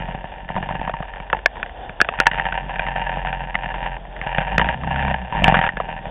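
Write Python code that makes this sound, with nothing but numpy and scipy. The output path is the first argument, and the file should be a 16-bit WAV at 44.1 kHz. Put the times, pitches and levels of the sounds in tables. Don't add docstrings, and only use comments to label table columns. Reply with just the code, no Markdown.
import sys
import numpy as np
from scipy import signal
from scipy.fft import rfft, irfft
from scipy.io import wavfile
from scipy.ndimage import uniform_filter1d

SR = 44100
rng = np.random.default_rng(int(sys.argv[2]) if len(sys.argv) > 2 else 0)


def output_pcm(signal):
    pcm = np.clip(np.atleast_2d(signal).T, -1, 1) * 32767
    wavfile.write(sys.argv[1], SR, np.round(pcm).astype(np.int16))


def convert_level_to_amplitude(level_db):
    exponent = np.asarray(level_db, float) / 20
    return 10 ** exponent


N = 269010

# (time [s], turn rate [Hz], level [dB])
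CRANK = [(0.0, 44.71, -33), (0.37, 46.63, -41), (0.75, 47.25, -37.5), (1.87, 45.97, -41),
         (2.0, 45.24, -52.5), (2.23, 45.42, -33.5), (3.3, 45.24, -30.5), (3.45, 43.79, -34),
         (3.94, 43.59, -32.5), (4.43, 45.14, -32.5), (4.56, 52.88, -25.5), (4.78, 63.96, -31.5),
         (5.06, 68, -28), (5.25, 61.32, -30.5), (5.45, 48.21, -24), (5.69, 39.75, -33.5),
         (5.76, 47.58, -31), (5.95, 39.27, -38.5)]
# (time [s], width [s], level change [dB])
CLUTCH_SLIPS = [
    (4.765, .025, -15.5),
    (5.31, .03, -18),
    (5.72, .02, -6),
]
# (time [s], level [dB])
REV = [
    (4.5, -68),
    (4.62, -42.5),
    (4.76, -38),
    (4.9, -32.5),
    (5.12, -32.5),
    (5.2, -50),
    (5.42, -38.5),
    (5.65, -47.5),
    (5.72, -68.5),
]
# (order [per turn], level [dB])
REV_ORDERS = [(.5, -9), (1.5, -24.5), (2, 2), (2.5, -2.5), (3.5, -10), (4, -10.5)]
# (start [s], length [s], level change [dB])
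GRIPS = [
    (2.234, 0.034, -6.5),
    (2.288, .05, -14),
    (3.508, 0.035, -8.5),
    (5.278, 0.064, -3.5),
    (2.591, 0.31, -6.5),
    (3.972, 0.32, -22),
    (4.745, .2, -10.5),
    (5.126, 0.25, -7.5),
    (5.682, 0.26, -13),
]
# (time [s], chatter level [dB])
CHATTER = [(0.0, -35.5), (0.3, -43.5), (0.75, -36.5), (1.55, -50.5), (2.05, -51), (2.2, -30.5), (2.54, -31),
           (2.95, -29.5), (3.41, -35), (3.97, -33), (4.39, -29.5), (4.49, -31), (4.67, -29.5), (5.0, -29),
           (5.33, -31), (5.5, -23), (5.92, -32), (6.1, -46.5)]
# (frequency [Hz], width [Hz], level [dB])
CASE_LOW = [(646, 900, -25.5), (761.6, 77.6, 17.5), (913, 25.8, 9)]
# (frequency [Hz], width [Hz], level [dB])
CASE_HIGH = [(1137, 46, -10), (1532, 62, 0.5), (1750, 34, 1.5), (2204, 280, 1.5), (2468, 80, -1.5),
             (2782, 40, -10.5), (3350, 1000, -23)]
# (frequency [Hz], density [dB per Hz])
QUEUE = [(15, -40.5), (25, -9), (58, -4), (92, -13), (168, -21.5), (244, -16.5), (294, -20.5), (658, -10.5),
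         (793, -8), (1200, -28.5), (1780, -22), (2190, -32.5), (2800, -28), (3520, -28), (4580, -55.5),
         (7740, -120)]
# (time [s], level [dB])
EXHAUST = [(0.05, -34.5), (0.3, -50), (0.6, -33.5), (0.85, -34.5), (1.05, -55.5), (1.87, -66.5),
           (2.38, -40.5), (2.8, -38), (3.19, -38), (3.9, -40), (4.3, -52.5), (4.55, -29), (4.66, -27),
           (4.77, -42), (5.27, -59), (5.4, -24.5), (5.54, -22), (5.68, -37.5)]
# (frequency [Hz], width [Hz], level [dB])
PIPE = [(152, 38, -1), (178.4, 43.4, -1), (258, 73, -23)]
# (time [s], peak [dB], bright part [dB], frame thump [dB])
TAPS = [(0.085, -20, -18, -26.5), (0.147, -19, -6, -22), (0.242, -20, -16, -26), (0.319, -22, -12, -54),
        (0.554, -15.5, -4.5, -23), (0.794, -22, -1, -23), (1.003, -18, -26, -21.5), (1.136, -21.5, 0, -41),
        (1.3, -15.5, -4, -39), (1.347, -12, -9.5, -32.5), (1.368, -19, -3.5, -35), (2.188, -12, 12, -25.5),
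        (2.257, -11, 1.5, -48), (2.397, -6, 0.5, -49), (2.758, -13.5, 1, -39), (2.866, -10.5, 4.5, -26),
        (2.956, -21.5, -13, -30.5), (3.002, -25, -9, -25.5), (3.066, -15, -4, -42),
        (3.091, -18.5, -8, -39.5), (3.171, -13, -15, -29), (3.249, -10.5, -6, -41), (3.27, -15.5, 2.5, -36),
        (3.544, -13.5, 2, -42), (4.264, -14, -10, -25), (4.347, -12.5, 2.5, -31), (4.383, -5, -7.5, -14.5),
        (4.41, -14.5, 6.5, -23.5), (4.595, -2.5, -7.5, -28.5), (4.614, -3.5, -2.5, -32)]
# (time [s], peak [dB])
TOUCHES = [(0.489, -18), (0.847, -30), (1.081, -22.5), (1.159, -22), (1.39, -21.5), (1.556, -23),
           (1.568, -19), (1.598, -23), (1.661, -19), (1.694, -23), (2.046, -14.5), (2.574, -30.5),
           (2.694, -14.5), (2.734, -48), (3.328, -11.5), (3.406, -29.5), (3.634, -13.5), (3.659, -15.5),
           (3.708, -21.5), (3.741, -15), (3.815, -27.5), (3.86, -13.5), (4.052, -23.5), (4.164, -19),
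           (4.466, -50), (4.526, -29.5), (4.644, -10), (5.77, -11), (5.886, -19), (6.055, -18.5)]
# (first [s], last [s], gap [s], peak [dB], bright part
# [dB])
RUNS = [(0.502, 0.938, .062, -13.5, -12), (2.314, 2.524, .066, -9, 0), (4.835, 4.909, .033, -16, -19),
        (4.96, 5.025, .032, -10, 0), (5.05, 5.142, .031, -7.5, -3), (5.324, 5.376, .0265, -12, -10),
        (5.421, 5.46, .041, -8.5, -10), (5.497, 5.523, .022, -4, -10), (0.563, 0.579, .006, -14.5, -11.5),
        (2.333, 2.344, .013, -14, -2.5), (5.55, 5.59, .0195, -3, 1), (5.614, 5.69, .0253, -7, 0)]
# (time [s], peak [dB], bright part [dB], frame thump [dB], strongest spot mode [Hz])
KNOCKS = [(0.708, -14, -14.5, -28.5, 1135), (0.895, -8, -2.5, -61, 1160), (1.026, -17, -6.5, -47, 1146),
          (1.201, -14.5, -2.5, -28, 1780), (1.329, 0, -3, -34.5, 1420), (1.330, -3.5, -23.5, -28, 517),
          (1.459, 5.5, 9.5, -55, 1662), (1.629, -6.5, 7, -40, 1800), (1.894, -15.5, 1, -30.5, 1650),
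          (2.003, -1, 18, -28.5, 1763), (2.014, 13.5, 15, -23, 1710), (2.088, -2, -0.5, -29.5, 1190),
          (2.138, -13, 3, -52, 1022), (2.201, 12.5, 13, -31, 1863), (2.267, 12, 11, -47, 1750),
          (2.794, -5, 2, -28.5, 1940), (3.553, -2.5, 5, -34, 1980), (4.214, -10, 7.5, -28, 2060),
          (4.58, 4, 0.5, -13, 1770), (4.688, -4, -2.5, -24, 1895), (5.442, 3.5, 14, -17.5, 2657),
          (5.479, 1, -9.5, -11, 1870), (5.542, 0.5, 2, -28, 1155), (5.801, -5.5, -22, -30, 730)]

THIRD_DB, THIRD_WAVER_DB = -10, 3.5
THIRD_GROWTH_DB_PER_DB = 1.7
GRIP_ON_THROB = .3
GRIP_RISE_S = 0.0041
CHATTER_BRIGHT_DB = 3
FAR_IDLE_HZ, FAR_IDLE_DB = 33.5, -45
QUEUE_DB = -40.5
USUAL_SPOT_HZ = 1830
TOUCH_BRIGHT_DB = -5
TOUCH_THUMP_DB, RUN_THUMP_DB = -25, -19
DULL_THUMP_DB_PER_DB = 0.62
CONTACT_RISE_S, AFTER_RING_S = 0.00083, 0.016
CHOKE_S, AFTER_RING_SHARE = .0035, 0.59
FLIGHT_S, FLIGHT_DB = .012, -2.5
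BAND_EDGE_HZ = 3710


def evened(x):
    return x / np.sqrt(np.mean(x ** 2) + 1e-20)


def steady(x, span_s):
    return x / np.sqrt(abs(uniform_filter1d(x ** 2, int(span_s * SR))) + 1e-9)


def curves(rows):
    time_s, *columns = np.transpose(rows)
    return [np.interp(np.arange(N) / SR, time_s, column) for column in columns]


def slow(span_s):
    size = int(span_s * SR)
    return evened(uniform_filter1d(uniform_filter1d(rng.standard_normal(N), size), size))


def ring(modes, detune, spread_db):
    hz, width_hz, db = np.transpose(modes)[:, :, None]
    chance = rng.standard_normal((2, len(modes), 1))
    t = np.arange(2048) / SR
    sines = np.sin(2 * np.pi * hz * (1 + detune * chance[0]) * t) * np.exp(-np.pi * width_hz * t)
    sound = (convert_level_to_amplitude(db + spread_db * chance[1]) * sines).sum(0)
    return sound / abs(sound).max()


def struck(blows, modes, detune, spread_db, count=8):
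    spot = rng.integers(0, count, N)
    return sum(signal.oaconvolve(blows * (spot == k), ring(modes, detune, spread_db))[:N]
               for k in range(count))


def thin(x):
    return signal.sosfilt(signal.butter(4, 490, "high", fs=SR, output="sos"), x)


def grip_db():
    t = np.arange(N) / SR
    damping_db = np.zeros(N)
    for start_s, length_s, db in GRIPS:
        closing = np.clip((t - start_s) / GRIP_RISE_S, 0, 1)
        release = np.clip(1 - ((t - start_s) / length_s) ** 2, 0, 1)
        damping_db += db * closing * release
    return damping_db


def blows_listed():
    rows = KNOCKS + [(*row, USUAL_SPOT_HZ) for row in TAPS]
    rows += [(s, db, TOUCH_BRIGHT_DB, db + TOUCH_THUMP_DB, USUAL_SPOT_HZ) for s, db in TOUCHES]
    for first_s, last_s, gap_s, db, bright_db in RUNS:
        thump_db = db + RUN_THUMP_DB - DULL_THUMP_DB_PER_DB * bright_db
        times_s = np.linspace(first_s, last_s, round((last_s - first_s) / gap_s) + 1)
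        rows += [(s, db, bright_db, thump_db, USUAL_SPOT_HZ) for s in times_s]
    return rows


def settling_db(depth_db, span_s):
    t = np.arange(N) / SR
    at = np.sort([0, 2 * N / SR] + [row[0] for row in blows_listed()])
    following = np.searchsorted(at, t, "right")
    flight = np.exp(-((at[following] - t) / FLIGHT_S) ** 2)
    loose = np.exp(-(t - at[following - 1]) / span_s) - .4
    return uniform_filter1d(depth_db * loose + FLIGHT_DB * flight, 88)


def throb(turns):
    t = np.arange(N) / SR
    first_db = curves(CRANK)[1] + GRIP_ON_THROB * grip_db()
    for s, width_s, db in CLUTCH_SLIPS:
        first_db = first_db + db * np.exp(-((t - s) / width_s) ** 2)
    loss_db = THIRD_GROWTH_DB_PER_DB * np.clip(first_db + 31, -20, 0)
    third_db = first_db + THIRD_DB + loss_db + THIRD_WAVER_DB * slow(0.044)
    idle = sum(convert_level_to_amplitude(db + .8 * slow(.02)) * np.sin(2 * np.pi * order * turns)
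               for order, db in ((1, first_db), (3, third_db)))
    rev = sum(convert_level_to_amplitude(db + 0.63 * slow(0.011)) * np.sin(2 * np.pi * (order * turns + rng.random()))
              for order, db in REV_ORDERS)
    return np.sqrt(2) * (idle + convert_level_to_amplitude(curves(REV)[0]) * rev)


def chatter(turns):
    level_db = curves(CHATTER)[0] + grip_db()
    swings = np.diff(np.floor(2 * turns + .06 * slow(.004)), prepend=0) > 0
    slips = rng.random(N) < 70 / SR
    size = convert_level_to_amplitude(5 * np.clip(rng.standard_normal(N), -3, 1.1)) * rng.choice([-1, 1], N)
    blows = size * (swings + .5 * slips)
    bounces = 0.49 * np.roll(blows, 45) - .5 * np.roll(blows, 120) + 0.18 * np.roll(blows, 215)
    soft = signal.butter(2, 3200, fs=SR, output="sos")
    blows = signal.sosfilt(soft, blows + bounces)
    hollow = steady(thin(struck(blows, CASE_LOW, .025, 3.0)), .15)
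    stiff = steady(thin(struck(blows, CASE_HIGH, .035, 4.0)), .15)
    level = convert_level_to_amplitude(level_db + 3.5 + settling_db(6.9, 0.034))
    return level * (hollow + convert_level_to_amplitude(CHATTER_BRIGHT_DB - 6.5) * stiff)


def neighbour():
    turns = np.cumsum(FAR_IDLE_HZ * (1 + 0.033 * slow(0.26))) / SR
    return convert_level_to_amplitude(FAR_IDLE_DB + 2.7 * slow(.08)) * np.sin(2 * np.pi * turns)


def queue():
    f, db = np.transpose(QUEUE)
    hz = np.fft.rfftfreq(N, 1 / SR)
    shape = convert_level_to_amplitude(np.interp(np.log(hz + 1), np.log(f), db))
    noise = irfft(rfft(rng.standard_normal(N)) * shape, N)
    return convert_level_to_amplitude(QUEUE_DB + 3.0 * slow(0.099)) * evened(noise)


def exhaust(turns):
    fired = np.diff(np.floor(turns + .09 * slow(.01)), prepend=0) > 0
    size = convert_level_to_amplitude(3.5 * np.clip(rng.standard_normal(N), -3, 1.5))
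    puffs = steady(struck(-size * fired, PIPE, .05, 12.0, count=4), 0.18)
    return convert_level_to_amplitude(curves(EXHAUST)[0] - 0.26 + settling_db(4.7, 0.031)) * puffs


def knocks():
    case, frame = np.zeros((2, N + 4096))
    thump = ring(PIPE, .01, .4)
    for s, peak_db, bright_db, thump_db, spot_hz in blows_listed():
        bright = min(convert_level_to_amplitude(bright_db), .98)
        contacts = np.zeros(400)
        strength = rng.uniform([.8, .5, .4, .3, .2], 1) * [1, 1, .9, .7, .5]
        contacts[[0, 30, 75, 130, 230]] = strength * rng.choice([-1, 1], 5)
        spot = .8 * ring([(spot_hz, min(260, spot_hz / 5), 0)], 0, 0)
        stiff = ring(CASE_HIGH, .04, 3.5) + spot / (bright if spot_hz < 1000 else 1)
        hollow = 1.21 * np.sqrt(1 - bright ** 2) * ring(CASE_LOW, 0.027, 10.0)
        sound = np.convolve(bright * stiff + hollow, contacts)
        t = np.arange(len(sound)) / SR
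        choked = (1 - AFTER_RING_SHARE) * np.exp(-(t / CHOKE_S) ** 2)
        remainder = AFTER_RING_SHARE * np.exp(-t / AFTER_RING_S)
        sound = sound * np.minimum(t / CONTACT_RISE_S, 1) * (remainder + choked)
        at = round(s * SR)
        case[at:at + len(sound)] += convert_level_to_amplitude(min(peak_db + 0.5, 8)) * sound / abs(sound).max()
        frame[at + 60:at + 2108] -= convert_level_to_amplitude(thump_db + 2) * thump
    return (thin(case) + frame)[:N]


def scene():
    turns = np.cumsum(curves(CRANK)[0]) / SR
    mix = throb(turns) + chatter(turns) + neighbour() + queue() + exhaust(turns) + knocks()
    return mix[None]


def top_cut(x):
    return signal.sosfilt(signal.butter(12, 11300, fs=SR, output="sos"), x)


def record(dry):
    edge = signal.firwin(401, BAND_EDGE_HZ, window=("kaiser", 12), fs=SR)
    band = signal.oaconvolve(dry, edge[None], "same")
    return top_cut(np.clip(band, -1, 1))


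dry = scene()
out = record(dry)
output_pcm(out)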